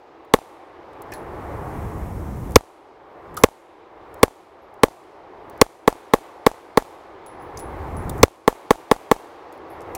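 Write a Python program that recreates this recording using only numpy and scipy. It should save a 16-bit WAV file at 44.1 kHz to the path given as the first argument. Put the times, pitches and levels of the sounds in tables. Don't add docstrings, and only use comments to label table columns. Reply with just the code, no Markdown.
import sys
import numpy as np
from scipy import signal
from scipy.fft import rfft, irfft, next_fast_len
from scipy.io import wavfile
from scipy.ndimage import uniform_filter1d

SR = 44100
rng = np.random.default_rng(int(sys.argv[2]) if len(sys.argv) > 2 else 0)


def ratio_of_db(decibels):
    return 10 ** (np.asarray(decibels, float) / 20)


def wav_record(signal):
    frames = np.transpose(np.atleast_2d(signal))
    bounded = np.clip(frames, -1, 1)
    quanta = np.round(bounded * 32767).astype(np.int16)
    wavfile.write(sys.argv[1], SR, quanta)


N = 439677

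# start_s, gain_still_open_db, crack_db (ahead of the blast), slap_echo_db, crack_hz
SHOTS = [(0.339, 3, -14, 2, 4320), (2.5595, 18.5, -14.5, -2.5, 4254), (3.4377, 10.5, -18.5, -1, 5000),
         (4.2317, 9.5, -17.5, 0.5, 9760), (4.8349, 6, -18, 0, 4300), (5.6157, 8, -8, -4, 4810),
         (5.878, 1.5, -25, 3, 5000), (6.13698, 1.5, -27, -7, 4580), (6.46601, 3, -18, 1.5, 5000),
         (6.7744, 1.2, -22.5, 1, 4500), (8.232, 16.5, -21, -2.5, 5000), (8.4784, 0.5, -32, 0, 5000),
         (8.7076, 1.5, -24, -4, 4630), (8.9147, 1, -21.5, 0.5, 5000), (9.1149, 0.5, -26.5, -0.5, 5000)]
# delay_ms, size, swing_hz, fade_ms
BLAST_PATHS = [
    (-.33, 7.3, 700, .79),
    (1.21, -2.0, 730, 1.0),
    (2.0, .91, 400, 1.4),
    (2.82, .39, 1140, 2.4),
    (3.87, .65, 460, 2.0),
    (4.51, 1.37, 840, .56),
    (4.5, -.8, 340, 2.14),
    (8.22, .18, 820, 1.15),
]
# delay_ms, level_db, swing_hz, fade_ms, bright_edge_db
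SLAP_ECHOES = [
    (17.3, -28, 1100, .8, -20),
    (24.5, -33, 1000, .8, -14),
    (49.2, -21, 800, 1.2, -23),
    (77.5, -33, 700, 1.2, -30),
]
# centre_hz, shelter_db, shelter_t60_s, trunks_db, trunks_t60_s
SCATTERED_RETURN = [(348, -30, .12, -58.5, .5), (735, -25, 0.13, -61.5, .5),
                    (1415, -31, 0.085, -59.5, 0.93), (2800, -48, 0.13, -57, .9),
                    (5000, -44, 0.1, -58.5, 0.79), (8000, -41, 0.0956, -54, 0.85),
                    (12500, -40.5, .09, -60, 0.465)]
# start_s, peak_db, centre_hz, fade_ms
TICKS = [(.249, -54, 11000, 3), (.932, -52, 6000, 3), (1.02, -32.5, 11100, 3), (1.12, -34, 8000, 4.4),
         (2.509, -32, 9000, 1.5), (2.52, -31.5, 9500, 1.5), (3.343, -38, 11500, 3.6),
         (3.368, -23.5, 9000, 7), (3.373, -24.5, 5460, 5.1), (3.402, -45, 6500, 4), (3.384, -45, 4500, 30),
         (3.415, -42, 9000, 4), (3.428, -47, 7000, 3), (1.126, -43, 5000, 8), (7.600, -43, 6000, 12),
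         (4.142, -37.5, 11000, 2.5), (4.193, -52, 9000, 2), (4.741, -48, 11000, 2.7),
         (5.498, -38, 10560, 3.2), (5.577, -42, 9320, 1.45), (7.573, -31.5, 8000, 2.5),
         (7.591, -32, 8000, 2), (8.095, -19.5, 9900, 3.3), (8.181, -34.5, 8500, 2),
         (8.189, -36.5, 9000, 1.8), (9.525, -44, 8450, 2.8), (9.577, -51, 10500, 2.2),
         (9.807, -39, 6500, 1.4), (9.816, -44, 7500, 6.1), (9.950, -21.5, 9400, 5.4)]
# start_s, peak_db, ring_hz, ring_db (over the tick), upper_ring_db
BRASS_CASES = [(1.137, -30.5, 10830, -14, -30), (3.382, -43, 11250, -0.5, -1.5),
               (3.383, -52, 11133, 6, -31), (3.386, -61, 10374, 9, -29), (4.62, -76, 11600, 4.5, -31),
               (7.263, -44.5, 10260, -2, -27), (7.268, -52, 10940, -1, -30), (7.399, -65, 10530, 5.5, -30),
               (7.421, -54.5, 10500, -5, -1), (7.576, -45, 10520, -1, -32), (7.596, -37, 10300, -3, -27),
               (7.967, -43, 10330, 0, -22), (9.526, -48, 10900, -20, -3), (9.585, -82, 10400, 4, -30),
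               (9.68, -74.5, 10300, -6, 11), (9.70, -61, 11750, 5, -12), (9.70, -66, 10310, 7, -33)]
# start_s, level_db, pitch_hz, t60_s
KNOCKS = [(1.12, -35.5, 1755, 0.14), (1.12, -37, 2470, 0.066), (1.119, -48, 5570, .08),
          (1.136, -48, 4240, 0.11), (3.371, -20, 1252, 0.058), (3.369, -40, 3600, 0.048),
          (7.573, -32, 4960, 0.023), (7.572, -32, 6200, 0.032), (8.095, -34, 8800, 0.033),
          (8.096, -36, 3600, .03), (9.949, -35, 2460, 0.04), (9.949, -44.5, 4300, 0.05),
          (9.95, -29.5, 5730, 0.025)]
# start_s, gain_still_open_db
EARLIER_SHOT = (-0.2, 8.3)
# since_shot_s, gain_db
GAIN_REOPENING = [(0, -38.5), (.2, -35), (.45, -28), (.65, -21), (.86, -13), (1.2, -4.5), (1.42, -0.5)]
# pitch_hz, level_db (per Hz)
WOODS_COLOUR = [(88, -49.5), (130, -21), (228, -17), (335, -0.5), (650, -5), (780, -2), (1160, -7.5),
                (1400, -14.5), (2150, -20), (2700, -32), (4200, -45.5), (6000, -69.5)]
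WIND_COLOUR = [(12, -33.5), (20, -14), (38, -5), (80, 0), (160, -7.5), (300, -12.5), (600, -26),
               (1500, -56.5)]
TWIGS_COLOUR = [(1500, -8), (2250, 5), (3500, 0), (5000, -6), (7000, -15.5), (10000, -26)]
HISS_COLOUR = [(3500, -19), (5500, -1), (8000, 0), (11000, 0.5), (14000, 0), (16500, -2.5)]
# steady_db, echo_db, echo_fade_db_per_s, dulled_db_per_db_open, gain_swing_share
WOODS_LAW = (-41.5, -5, 21, -0.0665, 1.0087)
WIND_LAW = (-35, -32, 27.5, -0.2, 1.01)
TWIGS_LAW = (-63, -20, 32.5, 0.04, 1.02)
HISS_LAW = (-64.5, -32.5, 95, 0.4, 0.87)
# start_s, level_db
GUSTS = [(0, -2), (1.0, 1.3), (1.85, 1.5), (2.2, 2), (2.5, 3), (3.1, -1.54), (3.36, 5.5), (3.9, -1.7),
         (4.2, 1), (5.5, 2), (6.2, -0.8), (7.5, 4.5), (8.1, 5), (9.0, -1.2), (9.97, 2)]

LEAD = 176
DEEPER, DEEPER_TOP_DB = 0.6, 10.5
TREELINE_S, GAP_DB = 0.064, -7.5
BRASS_T60_S, UPPER_RING_HZ = 0.21, 15440
TOP_HZ = 15800


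def swing(ms, hz, fade_ms):
    ms = np.maximum(ms, 0)
    return np.exp(-ms / fade_ms) * np.sin(2 * np.pi * hz * ms / 1000)


def band(hz, octaves, size):
    edges = np.clip([hz * 2 ** (-octaves / 2), hz * 2 ** (octaves / 2)], 20, 0.49 * SR)
    sos = signal.butter(2, edges, "bandpass", fs=SR, output="sos")
    x = signal.sosfilt(sos, rng.standard_normal(size))
    return x / x.std()


def add(out, start_s, x):
    i = int(round(start_s * SR))
    out[i:i + len(x)] += x[:len(out) - i]


def muzzle_blast(ms):
    paths = sum(size * swing(ms - delay, hz, fade) for delay, size, hz, fade in BLAST_PATHS)
    return (ms >= 0) * paths


def blast_grit(ms):
    return ratio_of_db(-20.5) * band(11000, 1.8, len(ms)) * np.exp(-abs(ms) / 4.7) * (ms >= 0)


def crack(ms, db, hz):
    rise = np.clip(1 + ms / 2.4, 0, 1) ** 1.7 * (ms < 0.1)
    noise = band(hz, 0.24, len(ms)) + 1.5 * band(5000, 1.9, len(ms))
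    return ratio_of_db(db) * noise * rise


def slap_echoes(ms, slap_db):
    out = np.zeros(len(ms))
    for delay, db, hz, fade, edge_db in SLAP_ECHOES:
        edge = ratio_of_db(edge_db) * band(5000, 1.7, len(ms)) * np.exp(-abs(ms - delay - 1.2) / 1.1)
        out += ratio_of_db(db + slap_db) * (edge - swing(ms - delay, hz, fade))
    return out


def scatter(size):
    t = np.arange(size) / SR
    gate = np.clip((t - 0.004) / 0.0059, 0, 1) * np.clip(4 - 4 * t / t[-1], 0, 1)
    gate = gate * ratio_of_db(2.0 * band(83, 2.5, size))
    wash = np.zeros(size)
    for hz, near_db, near_t60, far_db, far_t60 in SCATTERED_RETURN:
        fades = ratio_of_db(near_db - 60 * t / near_t60) + ratio_of_db(far_db - 60 * t / far_t60)
        wash += band(hz, 1.0, size) * fades
    return gate * wash


def shots():
    out = np.zeros(N)
    ms = (np.arange(int(0.1 * SR)) - LEAD) * 1000 / SR
    blast = muzzle_blast(ms)
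    still_open = 1 / (1 + np.exp((ms - 8.45) / 0.7))
    size = SR // 2
    shutting = np.clip(np.arange(size) / SR / 0.04, 0, 1)
    same = scatter(size)
    for start_s, open_db, crack_db, slap_db, crack_hz in SHOTS:
        direct = blast + blast_grit(ms) + crack(ms, crack_db, crack_hz)
        x = direct * ratio_of_db(open_db * still_open)
        x = x - 0.165 * (ratio_of_db(open_db) - 1) * swing(ms - 5.1, 65, 4.7)
        x = x - ratio_of_db(-26.0) * swing(ms - 6.5, 28, 14.0)
        add(out, start_s - LEAD / SR, x + slap_echoes(ms, slap_db))
        shut = ratio_of_db(-0.3 * min(open_db, DEEPER_TOP_DB) * shutting)
        add(out, start_s, shut * (0.52 * same + 0.52 * scatter(size)))
    return out


def ticks():
    out, ms = np.zeros(N), np.arange(2000) * 1000 / SR
    for start_s, db, hz, fade_ms in TICKS:
        add(out, start_s, ratio_of_db(db - 6.5) * band(hz, 1.6, 2000) * np.exp(-ms / max(fade_ms, 0.3)))
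    return out


def brass_cases():
    out, t = np.zeros(N), np.arange(SR // 3) / SR
    for start_s, db, hz, ring_db, upper_db in BRASS_CASES:
        tumble = 1 + 0.5 * band(60, 2.2, len(t))
        upper = ratio_of_db(upper_db) * band(UPPER_RING_HZ, 0.015, len(t))
        ring = np.sin(2 * np.pi * hz * t) * tumble + upper
        add(out, start_s, ratio_of_db(db + ring_db - 60 * t / BRASS_T60_S) * ring)
        tick_fade = ratio_of_db(db - 1.5 - 60 * t / 0.015) + ratio_of_db(db - 19.5 - 60 * t / 0.25)
        add(out, start_s, band(8500, 3.3, len(t)) * tick_fade)
    return out


def knocks():
    out, t = np.zeros(N), np.arange(SR // 3) / SR
    for start_s, db, hz, t60 in KNOCKS:
        tone = np.sin(2 * np.pi * hz * t) + 0.76 * band(hz, 0.32, len(t))
        add(out, start_s, ratio_of_db(db - 60 * t / t60) * np.clip(t / 0.0026, 0, 1) * tone)
    return out


def walk(rate):
    k = int(SR / rate)
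    held = np.repeat(rng.standard_normal(N // k + 1), k)
    return 1.2 * uniform_filter1d(held, k)[:N]


def coloured(table, lo_hz, hi_hz, flicker_db, rate):
    size = next_fast_len(N)
    f = np.maximum(np.arange(size // 2 + 1) * SR / size, 1)
    hz, db = np.transpose(table)
    colour = ratio_of_db(np.interp(np.log(f), np.log(hz), db, -99, -99))
    spec = rfft(rng.standard_normal(size)) * colour
    inside = (f > lo_hz) & (f < hi_hz)
    spec = spec * size / np.sqrt(2 * np.sum(abs(spec[inside]) ** 2))
    octave = np.floor(np.log2(f))
    out = np.zeros(N)
    for k in range(int(np.log2(hz[0])), int(np.log2(hz[-1])) + 1):
        out += irfft(spec * (octave == k), size)[:N] * ratio_of_db(flicker_db * walk(rate))
    return out


def lulls():
    t = np.arange(0, N + 64, 64) / SR
    sample_s = np.arange(N) / SR
    fired, open_db = np.transpose([EARLIER_SHOT] + [row[:2] for row in SHOTS])
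    fired = fired + 0.009
    open_db = np.minimum(open_db, DEEPER_TOP_DB)
    last = np.maximum(np.searchsorted(fired, t) - 1, 0)
    reopen_s, reopen_db = np.transpose(GAIN_REOPENING)
    shut_db = np.interp(t - fired[last], reopen_s, reopen_db)
    gain_db = shut_db * (1 - DEEPER * open_db[last] / reopen_db[0])
    since = t - fired[:, None]

    def heard(steady_db, echo_db, fade, dulled, share):
        each = (since > 0) * ratio_of_db(echo_db - fade * np.maximum(since, 0)) ** 2
        echoes = np.sum(each, axis=0) * ratio_of_db(-dulled * open_db[last]) ** 2
        total = np.sqrt(ratio_of_db(steady_db) ** 2 + echoes) * ratio_of_db(share * gain_db)
        return np.interp(sample_s, t, total)

    gust_db = np.interp(t, *np.transpose(GUSTS))
    before_trees = np.clip((TREELINE_S - t + fired[last]) / 0.0056, 0, 1)
    gap_db = np.interp(sample_s, t, GAP_DB * before_trees)
    woods = ratio_of_db(gap_db) * heard(*WOODS_LAW)
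    woods = woods * coloured(WOODS_COLOUR, 250, 1800, flicker_db=0.52, rate=20)
    wind = ratio_of_db(2.0) * heard(WIND_LAW[0] + gust_db, *WIND_LAW[1:])
    wind = wind * coloured(WIND_COLOUR, 25.07, 140, flicker_db=1.04, rate=14)
    twigs = ratio_of_db(-1.33) * heard(*TWIGS_LAW)
    twigs = twigs * coloured(TWIGS_COLOUR, 2600, 5000, flicker_db=1.0, rate=14)
    hiss = ratio_of_db(-1.6) * heard(*HISS_LAW)
    hiss = hiss * coloured(HISS_COLOUR, 13640, 15000, flicker_db=0.4, rate=7.6)
    return woods + wind + twigs + hiss


def scene():
    return (shots() + ticks() + brass_cases() + knocks() + lulls())[None]


def roll_off(x):
    return signal.sosfilt(signal.butter(12, 16500, fs=SR, output="sos"), x)


def record(dry):
    top = signal.ellip(8, 0.1, 60, TOP_HZ, fs=SR, output="sos")
    trim = signal.cheby2(10, 25, TOP_HZ + 500, fs=SR, output="sos")
    overloaded = np.clip(signal.sosfiltfilt(top, dry), -1.03, 1.03)
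    trimmed = signal.sosfiltfilt(trim, overloaded)
    return roll_off(np.clip(trimmed, -1, 1))


dry = scene()
out = record(dry)
wav_record(out)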